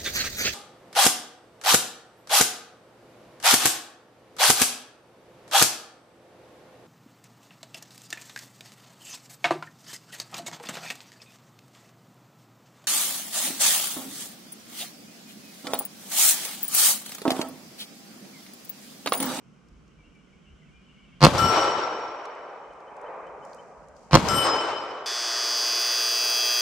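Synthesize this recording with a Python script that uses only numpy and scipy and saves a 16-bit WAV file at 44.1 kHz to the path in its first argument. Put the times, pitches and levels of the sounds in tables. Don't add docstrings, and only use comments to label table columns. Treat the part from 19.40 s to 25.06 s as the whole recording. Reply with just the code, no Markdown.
import sys
import numpy as np
from scipy import signal
from scipy.io import wavfile

SR = 44100
rng = np.random.default_rng(int(sys.argv[2]) if len(sys.argv) > 2 else 0)


def elevation(decibels):
    levels = np.asarray(decibels, float)
    return 10 ** (levels / 20)


def to_wav(s):
    ch = np.atleast_2d(s).T
    pcm = np.round(np.clip(ch, -1, 1) * 32767)
    wavfile.write(sys.argv[1], SR, pcm.astype(np.int16))


N = 249600
TIME = np.arange(N) / SR

# t/s, blast level/dB, trunk reflections level/dB, roar level/dB
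SHOTS = [
    (1.8490, 6.06, 2.5, 0.5),
    (4.7530, 6.7, -5, -1.5),
]

# f/Hz, level/dB per Hz
AMBIENCE = [(120, -30), (200, -1), (272, -6), (530, -14), (833, -22), (1070, -14), (1330, -15),
            (1810, -23.5), (2750, -22), (3870, -34.5), (5070, -28.5), (7420, -32), (15000, -62)]
# f/Hz, left-right likeness [0-1]
AMBIENCE_LIKENESS = [(60, 0.62), (240, 0.54), (950, 0.43), (3770, 0.36), (15000, 0.12)]
# f/Hz, left-right level/dB
AMBIENCE_PAN = [(60, 5), (240, -6.5), (950, -3), (3770, 2), (15000, 2.5)]
AMBIENCE_DB, GUST_FLOOR_DB, TRAFFIC_DB = -62, -66.5, -58.5
# t/s, level/dB, half-width/s
GUSTS = [
    (.4, -60, 0.099),
    (.66, -59, 0.068),
    (1.15, -49.5, 0.022),
    (1.39, -60.5, 0.042),
    (1.75, -64, .07),
    (2.32, -68, .03),
    (3.34, -58, 0.048),
    (3.9, -66, 0.037),
    (4.15, -67, 0.039),
    (4.45, -63, 0.054),
]
THUMP_DB, THUMP_T60_S = -18.5, 0.076
DUCK_DB, DUCK_DEEPEST_S = -12.5, 0.97
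HUM_DUCK_BELOW_HZ, HUM_DUCK_SHARE = 300, 0.46

# t/s, length/s, start f/Hz, end f/Hz, level/dB
NOTES = [(0.574, 0.067, 2420, 2310, -70.5), (0.632, 0.04, 2640, 2900, -69), (0.739, 0.054, 2400, 2320, -69),
         (.78, 0.029, 2950, 2770, -73), (0.923, 0.026, 2400, 2200, -69.5), (1.056, 0.057, 2730, 2930, -70),
         (1.098, 0.057, 3030, 3020, -72), (1.21, 0.033, 2300, 1920, -71), (1.32, 0.087, 2420, 2480, -69),
         (1.458, 0.031, 3006, 3006, -71), (1.478, 0.037, 2700, 2900, -68), (1.536, 0.023, 3030, 2780, -69),
         (1.594, 0.03, 2380, 2230, -68), (1.618, .04, 3040, 2950, -71)]
LOW_SAG_HZ = -57
# delay/s, level/dB
NOTE_ECHOES = [
    (.021, -4.5),
    (.047, -14.5),
    (.083, -12),
    (.13, -19),
]
# t/s, level/dB
PEEPS = [
    (3.295, -67),
    (3.468, -65),
    (3.654, -64),
    (3.859, -65),
    (4.018, -66),
    (4.179, -61.5),
]
PEEP_S, PEEP_FROM_HZ, PEEP_TO_HZ, PEEP_BEND_HZ = 0.033, 2960, 3075, 30
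CHORUS_START_DB, CHORUS_SWELL_DB_PER_S = -76.5, 8.0

# t/s, peak level/dB, f/Hz, left-right level/dB
TICKS = [(0.285, -54, 6070, -0.5), (0.4794, -58, 5630, 10), (0.7524, -60, 6140, 1.5),
         (2.8545, -37.5, 5270, 1.5), (2.9512, -50, 5500, 1.0), (3.3326, -57, 6590, 7.5),
         (3.3584, -65, 4660, 1), (3.403, -55, 5200, 9), (3.566, -54, 6650, 8), (3.6136, -56, 7580, 14),
         (3.6694, -63.5, 4340, 0.5), (3.8694, -59, 6330, 9), (3.9864, -67, 4290, -4),
         (3.9994, -64, 5080, 6), (4.0503, -48.5, 7300, 8), (4.132, -43.5, 5400, -6), (4.146, -46, 7550, 9),
         (4.38, -74.5, 4890, 4), (4.485, -55, 7000, 13), (4.5657, -49.5, 5240, 10),
         (4.6294, -57, 6500, 6.5), (4.6855, -64, 4320, -2), (5.5094, -45, 5070, 8)]
# t/s, level/dB, build-up/s, t60/s
STIRS = [
    (4.07, -73.5, 0.035, 2.1),
    (4.58, -76, .02, 3.4),
]

# f/Hz, level/dB, t60/s
BLAST = [
    (143, -5, 0.007),
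    (307, -6, 0.016),
    (545, -9.5, 0.022),
    (1070, -2, 0.0086),
    (2600, -16.5, 0.0046),
    (4270, -12, 0.016),
    (7400, -23, 0.011),
    (11240, -29, 0.00092),
]
BLAST_TOP_HZ = [
    15000,
    10200,
]
# delay/s, level/dB, cut f/Hz, left-right level/dB
NEAR = [
    (.0057, 2, 4370, -4.5),
    (0.0166, -10.5, 2114, 6.5),
    (0.0181, -0.5, 3000, 6),
    (0.0249, -20, 2500, -4),
    (.037, -15.5, 2500, 8.5),
    (.10, -12, 1474, 1),
    (.548, -62, 5000, 6),
    (1.673, -42.5, 1500, -6),
]
COPIES = [
    (-0.4, -6.5, -15, -27.5),
    (-4.5, -9.5, -31, -27.5),
]
COPY_SPACING_S, COPY_CUT_HZ = .01062, 5300
COPY_TREBLE_DB = -16
# push f/Hz, push level/dB, push centre t/s, push width/s, hiss level/dB
SMEAR = [
    (148.7, -8.5, -0.0055, 0.012, -14.5),
    (152, -8.5, -0.0097, 0.0073, -18.5),
]

# f/Hz, level/dB per Hz
ROAR_COLOUR = [(120, -30), (200, -22.5), (292, -7), (512, -3.5), (818, -4.5), (980, 0), (1780, -13.5),
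               (4810, -15.5), (11900, -30), (15000, -44)]
# f/Hz, extra loss/dB per s
AGE_LOSS = [(250, 9.5), (500, -1), (1300, 3), (2200, 4), (3200, 14), (4500, 18), (7000, 22), (8200, 44),
            (9500, 55), (12000, 63.5)]
# f/Hz, left-right likeness [0-1]
ROAR_LIKENESS = [(60, 0.94), (180, 1), (550, 0.95), (1650, 0.66), (4970, 0.35), (15000, 0.06)]
# delay/s, level/dB at 400-1300 Hz, build-up/s, t60/s
BELTS = [
    (.03, -28, .012, 0.42),
    (.14, -26.5, 0.038, 4.26),
    (0.321, -23.5, 0.042, 1.27),
    (.55, -28.5, .015, .3),
    (1.91, -39, 0.16, 3.7),
]
# delay/s, level/dB at 60-200 Hz, build-up/s, t60/s
BOOMS = [
    (0.032, -20.5, .01, 0.082),
    (.1, -28, 0.033, 0.46),
    (.205, -26.5, .04, .3),
    (.3, -43, .05, 1.5),
]
ROAR_LEFT_DB, ROAR_SPREADS_S = 4, 0.53
SLAP_DB, NEAR_SLAP_DB, SLAPS_BLEND_S = .6, 1.0, .3

# t/s, crack level/dB, left-right level/dB
HITS = [
    (1.9806, -12.5, 9.5),
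    (4.8865, -10, 10),
]
# f/Hz, level/dB against the pair
PLATE = [
    [(1344, 4), (1337, -9), (2996, 4), (3008, -14), (5569, 2), (5586, 0), (8451, 3), (8478, -4)],
    [(1341, 4), (1334, -10), (3027, 4), (3019, -10), (5105, 4), (5092, -9), (8539, 3), (8527, -7)],
]
# level/dB, t60/s, first lobe t/s, lobe spacing/s, depth/dB
SWING = [
    [(-25.5, 1.93, 0.06, .215, 5.0), (-38.5, 1.95, 0.058, 0.1595, 4.5), (-34, 1.41, 0.1, 0.12, 5.5),
     (-45, 0.69, 0.013, 0.32, 1)],
    [(-30.5, 1.83, 0.049, 0.165, 4), (-32, 1.07, 0.12, 0.198, 8.5), (-33, 1.16, 0.23, 0.31, 7.5),
     (-34, 0.75, 0.12, 0.23, 8.5)],
]
SWING_FADES_S = .4
HOLD = [
    (.1, 0.12, 0.22, 0.25),
    (.1, 0.45, 0.18, 0.078),
]
HOLD_LOSS_SHARE = 0.36
# f/Hz, level/dB against it, extra t60/s
BEAMED = [
    [(9495, -14, 2), (10248, -10, 1.5), (11140, -11, 2), (11740, -5, 3), (11820, -5, 3), (12184, -3, 3),
     (14100, -16, 4)],
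    [(10260, -17, 1.5), (11340, -21, 2), (11750, -8, 3.5), (12190, -10, 2), (12250, -12, 2),
     (15460, -25, 9)],
]
# f/Hz, level/dB, t60/s
MINOR = [
    [(4226, -46, 1), (5096, -45, 1.2), (7545, -43, .8)],
    [(5570, -39, 1.6), (5580, -46, 1.6), (6056, -47, 1.2), (7528, -39, 1.1), (7558, -44, 1)],
]
SCATTER_GROWS_S = 0.12
RING_SAMPLES = 2 * SR


def rms_one(x):
    return x / np.sqrt(np.mean(x ** 2) + 1e-20)


def at_hz(points, hz):
    table = np.array(points)
    return np.interp(np.log(hz), np.log(table[:, 0]), table[:, 1])


def pan(x, db):
    return np.array([x * elevation(db / 2), x * elevation(-db / 2)])


def drift(rate, size=N):
    r = np.exp(-80 * np.pi * rate / SR)
    slow = signal.lfilter([1], [1, -2 * r, r * r], rng.standard_normal(N // 40 + 2002))[2000:]
    return np.interp(np.arange(size) / 40, np.arange(len(slow)), rms_one(slow))


def ring(clicks, hz, t60):
    r, w = elevation(-60 / (t60 * SR)), 2 * np.pi * hz / SR
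    return signal.lfilter([1, -r * np.cos(w)], [1, -2 * r * np.cos(w), r * r], clicks)


def passband(x, low_hz, high_hz, order=2):
    edges = [low_hz, min(high_hz, SR / 2.2)]
    return signal.sosfilt(signal.butter(order, edges, "band", fs=SR, output="sos"), x)


def add(out, x, s):
    i = round(s * SR)
    out[:, i:i + x.shape[1]] += x[:, :out.shape[1] - i]


def stereo_noise(shared, own):
    return shared * rng.standard_normal(N) + own * rng.standard_normal((2, N))


def bands(likeness):
    edges = 200 * 2 ** np.arange(0, 6.5, 1 / 3)
    white = rng.standard_normal((2, 2, N))
    for k, (low, high) in enumerate(zip(edges, edges[1:])):
        centre = np.sqrt(low * high)
        mid, side = passband(white[k % 2], low, high, order=4)
        alike = np.clip(at_hz(likeness, centre), -1, 1)
        yield centre, np.sqrt(1 + alike) * mid + np.sqrt(1 - alike) * side * [[1], [-1]]


def swells(t, rows):
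    power = 0
    for s, db, rise, t60 in rows:
        fall_db = np.where(t < s, 4 * ((s - t) / rise) ** 2, 60 * (t - s) / t60)
        power = power + elevation(db - fall_db) ** 2
    return np.sqrt(power)


def air():
    since = np.maximum(TIME - np.array(SHOTS)[:, :1], 0)
    pull = since / DUCK_DEEPEST_S * np.exp(1 - since / DUCK_DEEPEST_S)
    duck = elevation(DUCK_DB * np.sum(pull ** 2, axis=0))
    hum = np.zeros((2, N))
    for hz, noise in bands(AMBIENCE_LIKENESS):
        gain = elevation(at_hz(AMBIENCE, hz) + 1.0 * drift(0.43))
        lean = pan(1, at_hz(AMBIENCE_PAN, hz))[:, None]
        hum += noise * gain * lean * duck ** (HUM_DUCK_SHARE * (hz < HUM_DUCK_BELOW_HZ))
    traffic = passband(stereo_noise(1, 0.72), 130, 200) * elevation(1.8 * drift(6))
    gusts = passband(stereo_noise(1, .2), 36, 75, order=3) * elevation(3 * drift(7))
    puffs = elevation(GUST_FLOOR_DB)
    for s, db, width in GUSTS:
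        puffs = puffs + elevation(db) * np.exp(-((TIME - s) / width) ** 2 / 2)
    thump = sum(swells(TIME, [(s, THUMP_DB, .012, THUMP_T60_S)]) for s, *_ in SHOTS)
    out = elevation(AMBIENCE_DB + 0.5) * rms_one(hum)
    out += pan(elevation(TRAFFIC_DB) * duck, -1) * rms_one(traffic)
    return out + (puffs * duck + thump) * rms_one(gusts)


def whistle(length, from_hz, to_hz, bend_hz):
    u = np.linspace(0, 1, round(length * SR))
    hz = from_hz + (to_hz - from_hz) * u + bend_hz * np.sin(np.pi * u)
    return np.sin(np.pi * u) * np.sin(2 * np.pi * np.cumsum(hz) / SR)


def birds():
    out, crowd = np.zeros((2, N)), np.zeros((2, N))
    for s, length, from_hz, to_hz, db in NOTES:
        note = whistle(length, from_hz, to_hz, LOW_SAG_HZ * (from_hz < 2500))
        add(out, pan(elevation(db + 7.5) * note, 3.5), s)
    for when, long, high, glide, loud, side in rng.random((110, 6)):
        hz = 2200 + 250 * glide if high < .4 else 2700 + 400 * glide
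        note = whistle(.02 + .04 * long, hz, hz + 300 * (side - loud), -40)
        add(crowd, pan(elevation(10 * loud) * note, 8 * side - 4), 1.8 * when)
    echoes = np.zeros((2, N))
    for k, (delay, db) in enumerate(NOTE_ECHOES):
        echoes += elevation(db) * np.roll(out[::(-1) ** k], round(delay * SR), axis=1)
    out = out + echoes
    for s, db in PEEPS:
        peep = whistle(PEEP_S, PEEP_FROM_HZ, PEEP_TO_HZ, PEEP_BEND_HZ)
        add(out, pan(elevation(db + 6.5) * peep, 2.2), s)
    white = stereo_noise(1, 1)
    blur = passband(white, 2150, 2600) + passband(white, 2650, 3200)
    swell_db = CHORUS_START_DB + CHORUS_SWELL_DB_PER_S * TIME
    chorus_db = np.where(TIME < SHOTS[0][0], swell_db, -82)
    return out + elevation(chorus_db) * (0.64 * rms_one(blur) + 0.31 * rms_one(crowd))


def leaves():
    out = np.zeros((2, N))
    for (s, db, hz, side_db), noise in zip(TICKS, rng.standard_normal((len(TICKS), 400))):
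        tick = passband(noise, 0.69 * hz, 1.24 * hz) + 0.052 * passband(noise, 2400, 11000, order=4)
        add(out, pan(elevation(db - 60 * TIME[:400] / 0.023) * tick, side_db), s)
    grains = rng.standard_normal((2, N)) * elevation(1.4 * drift(60))
    return out + elevation(8.0) * swells(TIME, STIRS) * rms_one(passband(grains, 4500, 7700))


def blast(near_db):
    click = np.zeros(2 * SR) + 1e-18
    click[0] = 1
    direct = sum(elevation(db) * (-1) ** k * ring(click, hz, t60) for k, (hz, db, t60) in enumerate(BLAST))
    spit = passband(rng.standard_normal((2, 2 * SR)), 2400, 5900)
    spit = elevation(0.5) * spit * elevation(-60 * TIME[:2 * SR] / 0.0064)
    direct = np.array([np.roll(direct, 4), direct]) + spit
    out = direct.copy()
    for k, (delay, db, cut_hz, side_db) in enumerate(NEAR):
        gain = pan(0.52, side_db)[:, None] * elevation(db + near_db * (k > 0))
        add(out, gain * passband(direct, 42, cut_hz), delay)
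    return out


def shots():
    out = np.zeros((2, N))
    for shot, copies_db, smear, top_hz in zip(SHOTS, COPIES, SMEAR, BLAST_TOP_HZ):
        s, blast_db, near_db, _ = shot
        push_hz, push_db, centre, width, hiss_db = smear
        sound = blast(near_db)
        add(out, elevation(blast_db) * passband(sound, 45, top_hz), s)
        onset = sound[:, :900]
        early = passband(onset, 60, COPY_CUT_HZ, order=4)
        early = early + elevation(COPY_TREBLE_DB) * passband(onset, COPY_CUT_HZ, 10000)
        early = early * np.sqrt(np.hanning(1800)[900:])
        for k, db in enumerate(copies_db):
            add(out, (-1) ** (k + 1) * elevation(blast_db + db) * early, s - (k + 1) * COPY_SPACING_S)
        t = TIME - s
        push = elevation(push_db) * np.exp(-((t - centre) / width) ** 2 / 2)
        push = push * np.cos(2 * np.pi * push_hz * (t - .0052))
        started = t > -len(copies_db) * COPY_SPACING_S
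        swell = started * elevation(hiss_db - np.where(t < 0, -600 * t, 700 * t))
        hiss = passband(stereo_noise(1, 0.067), 520, 3600)
        out += pan(push, -2.8) + swell * rms_one(hiss)
    return out


def roar():
    second = TIME > SHOTS[1][0]
    since = np.where(second, TIME - SHOTS[1][0], TIME - SHOTS[0][0])
    age = np.abs(since)
    strength = elevation(np.where(second, SHOTS[1][3], SHOTS[0][3]))
    on = strength * np.clip((since - .012) / 0.0051, 0, 1)
    slaps_db = (SLAP_DB + NEAR_SLAP_DB * np.exp(-age / SLAPS_BLEND_S)) * drift(76)
    wood = np.zeros((2, N))
    for hz, noise in bands(ROAR_LIKENESS):
        colour_db = at_hz(ROAR_COLOUR, hz) - at_hz(AGE_LOSS, hz) * age
        wood += noise * elevation(colour_db + slaps_db + 1.0 * drift(17))
    wood = wood / np.std(passband(wood, 400, 1500)[:, on > 0])
    boom = rms_one(passband(stereo_noise(1, 0.37), 70, 230))
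    side_db = ROAR_LEFT_DB * np.exp(-age / ROAR_SPREADS_S)
    return on * (wood * pan(swells(since, BELTS), side_db) + boom * pan(swells(since, BOOMS), -2.5))


def swing_levels(swing, holds, t):
    levels = []
    for (db, t60, first, spacing, depth_db), hold in zip(swing, holds):
        decay_s = HOLD_LOSS_SHARE * np.minimum(t, hold) + np.maximum(t - hold, 0)
        lobes = np.exp(-t / SWING_FADES_S) * np.cos(2 * np.pi * (t - first) / spacing)
        levels.append(db - 60 * decay_s / t60 + depth_db * lobes)
    return levels


def plate():
    out = np.zeros((2, N))
    t = TIME[:RING_SAMPLES]
    rise = 1 - np.exp(-t / 0.0029)
    scattered = 1 - np.exp(-t / SCATTER_GROWS_S)
    for hit, pairs, swing, holds, beamed, minor in zip(HITS, PLATE, SWING, HOLD, BEAMED, MINOR):
        s, crack_db, side_db = hit
        toward = pan(0.94, side_db * np.exp(-t / 0.4))
        facing_db = swing_levels(swing, holds, t)
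        levels = [(hz, db + facing_db[k // 2]) for k, (hz, db) in enumerate(pairs)]
        levels += [(hz, db + facing_db[3] - 60 * t / t60) for hz, db, t60 in beamed]
        levels += [(hz, db - 60 * t / t60) for hz, db, t60 in minor]
        for hz, level_db in levels:
            fade_db = 3.85 * scattered * np.array([drift(23, size=len(t)), drift(25, size=len(t))])
            wobble = 0.9 * scattered * np.array([drift(20, size=len(t)), drift(12, size=len(t))])
            tone = np.sin(2 * np.pi * hz * t + wobble)
            add(out, toward * rise * elevation(level_db + fade_db) * tone, s)
        crack = passband(rng.standard_normal((2, 900)), 3600, 7400) + 0.15 * rng.standard_normal((2, 900))
        crack = crack * elevation(crack_db - 60 * TIME[:900] / .014)
        add(out, crack * pan(0.58, side_db)[:, None], s)
    return out


def scene():
    return air() + birds() + leaves() + shots() + roar() + plate()


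def masking(x, from_hz=8900, under_db=-44, luck_db=9):
    hz, _, spectrum = signal.stft(x, SR, nperseg=2048, noverlap=1024)
    power = np.abs(spectrum) ** 2
    loud_db = np.minimum(10 * np.log10(power.sum(axis=(0, 1)) / 2 + 1e-12), -25)
    limit_db = under_db + 2.6 * (loud_db + 25) - 25
    for low in range(np.searchsorted(hz, from_hz), len(hz), 20):
        band_db = 10 * np.log10(power[:, low:low + 20].sum(axis=(0, 1)) / 2 + 1e-20)
        spectrum[:, low:low + 20] *= band_db > limit_db + luck_db * rng.standard_normal(len(band_db))
    return signal.istft(spectrum, SR, nperseg=2048, noverlap=1024)[1][:, :N]


def band_limit(x):
    return signal.sosfilt(signal.butter(12, 15930, fs=SR, output="sos"), x)


def record(dry):
    overloaded = dry / (1 + np.abs(dry) ** 6) ** (1 / 6)
    mix = masking(overloaded)
    return band_limit(mix)


dry = scene()
out = record(dry)
to_wav(out)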